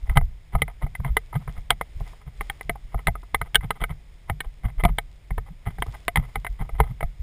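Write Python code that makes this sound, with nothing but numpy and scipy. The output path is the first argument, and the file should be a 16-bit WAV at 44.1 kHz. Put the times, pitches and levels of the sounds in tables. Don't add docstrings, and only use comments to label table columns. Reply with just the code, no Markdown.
import sys
import numpy as np
from scipy import signal
from scipy.fft import rfft, irfft
from scipy.io import wavfile

SR = 44100
rng = np.random.default_rng(int(sys.argv[2]) if len(sys.argv) > 2 else 0)


def wrap_up_sound(samples):
    columns = np.atleast_2d(samples).T
    tamed = np.clip(columns, -1, 1)
    steps = np.round(tamed * 32767).astype(np.int16)
    wavfile.write(sys.argv[1], SR, steps)


N = 318402

# start in seconds, relative level in dB,
# gain of the low modes in dB (the softer the contact, the more they speak).
MOUNT_IMPACTS = [(0.096, -16, -10.5), (0.171, -5, 3.5), (0.211, -30.5, 6.5), (0.551, -24, 13.5),
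                 (0.619, -4.5, -8), (0.68, -25.5, -2), (0.865, -33, 3.5), (0.951, -19, -13),
                 (1.001, -35.5, 4.5), (1.047, -21.5, 4), (1.168, -3.5, -5), (1.328, -38, 19),
                 (1.477, -24.5, 4), (1.705, 1, -6.5), (1.811, -13, -1.5), (2.005, -44, 17.5),
                 (2.132, -46.5, 10.5), (2.409, -16, 2.5), (2.498, -11.5, -7), (2.61, -22.5, -3.5),
                 (2.695, -11, 0), (2.755, -43.5, 13.5), (2.944, -28.5, 7.5), (3.07, -4, -4.5),
                 (3.081, -14, 5.5), (3.153, -31.5, 6), (3.231, -47, 17.5), (3.345, -4.5, -2.5),
                 (3.414, -12.5, -2.5), (3.546, -5.5, -7.5), (3.555, 3, -11), (3.609, -33.5, 2),
                 (3.706, -7.5, -2), (3.838, -9.5, -5), (4.297, -14, 4), (4.404, -7.5, -18),
                 (4.837, -12.5, 2), (4.85, -6, 7.5), (4.984, -4.5, -6), (5.306, -24.5, -1),
                 (5.38, -19.5, -0.5), (5.784, -30, 5), (5.822, -11, 1), (5.862, -46, 18), (6.081, -5, -5),
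                 (6.158, -7, -6), (6.171, -8.5, 0.5), (6.356, -9.5, -7.5), (6.447, -16, -5.5),
                 (6.466, -14.5, -10), (6.692, -30.5, 7), (6.801, -9, 9.5), (7.007, -18.5, 2.5),
                 (7.028, -19.5, 6)]


def from_db(db):
    return 10 ** (np.asarray(db) / 20)


def rms_one(x):
    return x / np.sqrt(np.mean(x ** 2) + 1e-20)


def butter(x, hz, kind, order=2):
    return signal.sosfilt(signal.butter(order, hz, kind, fs=SR, output="sos"), x)


def ring(force, hz, t60):
    decay = from_db(-60 / (t60 * SR))
    angle = 2 * np.pi * hz / SR
    return signal.lfilter([0, np.sin(angle)], [1, -2 * decay * np.cos(angle), decay ** 2], force + 1e-18)


def coloured(x, spectrum):
    hz, db = np.transpose(spectrum)
    bin_hz = np.arange(N // 2 + 1) * SR / N + 1
    return irfft(rfft(x) * from_db(np.interp(np.log(bin_hz), np.log(hz), db)), N)


def cloth_rustle(size_db=6.5, crease_db=-9.0):
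    # time in seconds, rustle level from 2.5 to 5.5 kHz in dB.
    bundle_motion = [(0, -64.5), (0.401, -68), (1.4, -65), (1.56, -62.5), (1.7, -67), (1.95, -64),
                     (2.099, -59.5), (2.25, -69), (2.45, -60.5), (2.7, -65.5), (4.1, -67), (5.599, -67.5),
                     (5.952, -60.5), (6.1, -66.5), (6.3, -63.5), (6.45, -65.5), (7.22, -66.5)]
    # frequency in Hz, relative spectral level in dB.
    wall_spectrum = [(60, 14.5), (200, -6), (700, -9), (1600, -15), (2100, -7.5), (2700, -15), (3500, -13),
                     (4400, -21), (5100, -16), (5700, -20.5), (6000, -20.5)]
    level_db = np.interp(np.arange(N) / SR, *np.transpose(bundle_motion))
    motion_db = level_db - level_db.mean()
    creases_per_s = 120 * from_db(motion_db)
    sizes = from_db(size_db * np.minimum(rng.exponential(1, N), 4)) * rng.choice([-1, 1], N)
    flips = sizes * (rng.random(N) < creases_per_s / SR)
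    creases = from_db(crease_db + 1.1 * motion_db) * rms_one(butter(flips, 3200.0, "high"))
    cloth = coloured(creases + rng.standard_normal(N), wall_spectrum)
    return from_db(level_db) * cloth / np.std(butter(cloth, [2500, 5500], "band"))


def helmet_jolts(cap_db=-13, tail_db=-13, evenness=0.51):
    # peak time in seconds, rocking level in dB, thud level in dB.
    stride = [(0.042, -25, -60), (0.103, -13, -30.5), (0.176, -13, -14), (0.232, -15.5, -51),
              (0.555, -13, -20.5), (0.624, -34, -28.5), (0.843, -21.5, -22.5), (1.005, -26.5, -24),
              (1.062, -29, -23), (1.113, -18.5, -38), (1.364, -36, -17.5), (1.488, -32, -31),
              (1.582, -24.5, -36), (1.726, -38, -34), (1.966, -26.5, -54), (2.016, -28, -33.5),
              (2.278, -35, -36.5), (2.402, -33, -57), (2.658, -38, -46), (2.704, -35.5, -32.5),
              (2.848, -34, -51), (2.956, -24, -27.5), (3.088, -18, -23), (3.346, -25.5, -57),
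              (3.423, -29, -37), (3.593, -23, -41), (3.646, -32, -23), (3.825, -22.5, -30),
              (3.913, -33, -28), (4.089, -46, -65), (4.309, -27, -21), (4.472, -29.5, -60.5),
              (4.657, -21, -20), (4.791, -18, -45), (4.852, -17.5, -13), (4.91, -18.5, -33.5),
              (5.321, -21, -29), (5.386, -28.5, -29), (5.513, -44.5, -37.5), (5.679, -26.5, -22),
              (5.8, -27.5, -33.5), (5.886, -31.5, -33.5), (6.185, -17, -15.5), (6.375, -27.5, -31.5),
              (6.509, -25.5, -57), (6.614, -23, -22), (6.743, -20, -45.5), (6.811, -14, -24.5),
              (6.911, -55, -28), (7.041, -18.5, -27), (7.206, -27, -59)]
    # frequency in Hz, bandwidth in Hz,
    # swell time in seconds, fade time in seconds, resting level in dB.
    helmet_modes = [(44.7, 23, 0.0086, 0.02, -48), (139.1, 45, 0.008, 0.012, -60.5)]
    stride_s, rock_db, thud_db = np.transpose(stride)
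    tick_s, tick_db, low_db = np.transpose(MOUNT_IMPACTS)
    peak_s = np.append(stride_s, tick_s + .004)
    rock_db = np.append(rock_db, tick_db + low_db - 28)
    thud_db = np.append(thud_db, tick_db + low_db - 29)
    t = np.arange(-SR // 2, SR // 2 + 1) / SR
    out = np.zeros(N)
    for db, (hz, width_hz, swell_s, fade_s, rest_db) in zip([rock_db, thud_db], helmet_modes):
        swing = ring(rng.standard_normal(N + SR), hz, t60=np.log(1000) / np.pi / width_hz)
        swing = butter(swing, hz * 1.28, "low")
        swing = butter(swing, hz * .45, "high")[SR:]
        swing /= np.abs(signal.hilbert(swing)) ** evenness
        pulse = np.exp(np.where(t < 0, -(t / swell_s) ** 2 / 2, -t / fade_s))
        tail = from_db(tail_db) * (t > 0) * np.exp(-np.abs(t) / (3.1 * fade_s))
        peaks = np.zeros(N)
        np.add.at(peaks, (peak_s * SR).astype(int), from_db(np.minimum(db, cap_db)))
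        envelope = signal.fftconvolve(peaks, np.maximum(pulse, tail), "same") + from_db(rest_db)
        out += envelope * rms_one(swing)
    return butter(out, 198.0, "low")


def strike_housing(at, db, low_db, high_db, knock_db, spread_db):
    # frequency in Hz, relative level in dB,
    # time to decay by 60 dB in seconds.
    housing_modes = [(444, -14, 0.047), (696, -13, 0.053), (799, -10, 0.038), (986, -1.5, 0.011),
                     (1254.4, -9.5, 0.031), (1544, -15, 0.028), (1830, -21, .025), (2043, -4.5, 0.031),
                     (2209, -14.5, 0.037), (2942, -10, 0.021), (3215, -2, 0.013), (3620, -14.5, 0.021),
                     (3940, -18.5, 0.023), (4560, -25, 0.015)]
    chance = rng.standard_normal((len(at), len(housing_modes), 2))
    out = np.zeros(N)
    for k, (hz, mode_db, t60) in enumerate(housing_modes):
        colour_db = low_db * (hz < 1400) + high_db * (hz > 2500) + knock_db * (1700 < hz < 1900)
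        strength = from_db(db + colour_db + mode_db + spread_db * chance[:, k, 0])
        impulses = np.zeros(N)
        np.add.at(impulses, at, strength * np.sign(chance[:, k, 1]))
        out += ring(impulses, hz, t60)
    return butter(out, 4760.0, "low", order=4)


def cloth_scuffs(slips=22, half_length_s=0.023, level_db=-11.5, edge_db=-11.5):
    # midpoint in seconds, relative level in dB.
    rubs = [(.072, -50), (.115, -41), (0.169, -24), (.54, -36.5), (.589, -41), (.70, -42), (0.831, -32),
            (1.055, -33), (1.085, -37), (1.355, -29), (1.415, -45.5), (1.495, -41.5), (1.572, -41.5),
            (1.713, -25), (2.072, -46), (2.216, -50.5), (2.277, -45.5), (2.93, -46), (2.994, -36),
            (3.461, -43.5), (3.642, -33), (3.765, -43), (3.817, -26), (3.907, -35), (4.294, -41),
            (4.448, -42), (4.65, -32.5), (4.691, -41), (4.8, -31), (4.889, -34), (5.477, -43), (5.671, -30),
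            (5.707, -44.5), (5.884, -46.5), (5.948, -36), (6.196, -38.5), (6.216, -64), (6.238, -39),
            (6.287, -50), (6.352, -49), (6.611, -30), (6.654, -51), (6.754, -46.5), (6.798, -32),
            (6.838, -37.5), (6.873, -42.5), (6.907, -44)]
    middle_s, rub_db = np.repeat(rubs, slips, axis=0).T
    place = rng.triangular(-1, 0, 1, len(middle_s))
    uneven_db = 3.35 * np.minimum(rng.exponential(1, len(middle_s)), 2.8)
    slip_db = rub_db + level_db + edge_db * np.abs(place) + uneven_db
    at = ((middle_s + half_length_s * place) * SR).astype(int)
    return strike_housing(at, slip_db, low_db=2.5, high_db=-10.0, knock_db=2.0, spread_db=4.5)


def mount_ticks(contacts=5, rattle_s=0.004013, fade_db=15.0, level_db=-5.5):
    start_s, tick_db, low_db = np.repeat(MOUNT_IMPACTS, contacts, axis=0).T
    progress = np.tile(np.arange(contacts) / contacts, len(MOUNT_IMPACTS))
    jitter = (progress > 0) * rng.uniform(-0.11, 0.061, len(start_s))
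    stretch = from_db(.35 * np.maximum(low_db, 0))
    delay_s = rattle_s * stretch * (progress + jitter)
    at = ((start_s + delay_s) * SR).round().astype(int)
    contact_db = tick_db + level_db - fade_db * progress - 5.4 * (progress == 0)
    high_db = -1.5 + 0.85 * tick_db
    return strike_housing(at, contact_db, low_db, high_db, knock_db=7, spread_db=5.0)


def scene():
    mono = mount_ticks() + cloth_scuffs() + helmet_jolts() + cloth_rustle()
    return np.array([mono, mono])


def record(dry, hold_hz=12000, cutoff_hz=16600):
    # frequency in Hz, gain in dB.
    roll_off = [(15250, 0), (15500, -22), (16500, -30)]
    hiss = from_db(-75.0) * butter(rng.standard_normal(N), 150.0, "high")
    analogue = np.tanh(dry) + hiss * [[1], [-1]]
    band_limited = signal.sosfilt(signal.cheby2(8, 14, hold_hz / 2, fs=SR, output="sos"), analogue)
    mirrored = band_limited * (1 + 2 * np.cos(2 * np.pi * hold_hz * np.arange(N) / SR))
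    bin_hz = np.arange(N // 2 + 1) * SR / N
    held = irfft(rfft(mirrored) * np.sinc(bin_hz / hold_hz), N)
    softened = coloured(held, roll_off)
    return signal.sosfilt(signal.cheby2(12, 70, cutoff_hz, fs=SR, output="sos"), softened)


dry = scene()
out = record(dry)
wrap_up_sound(out)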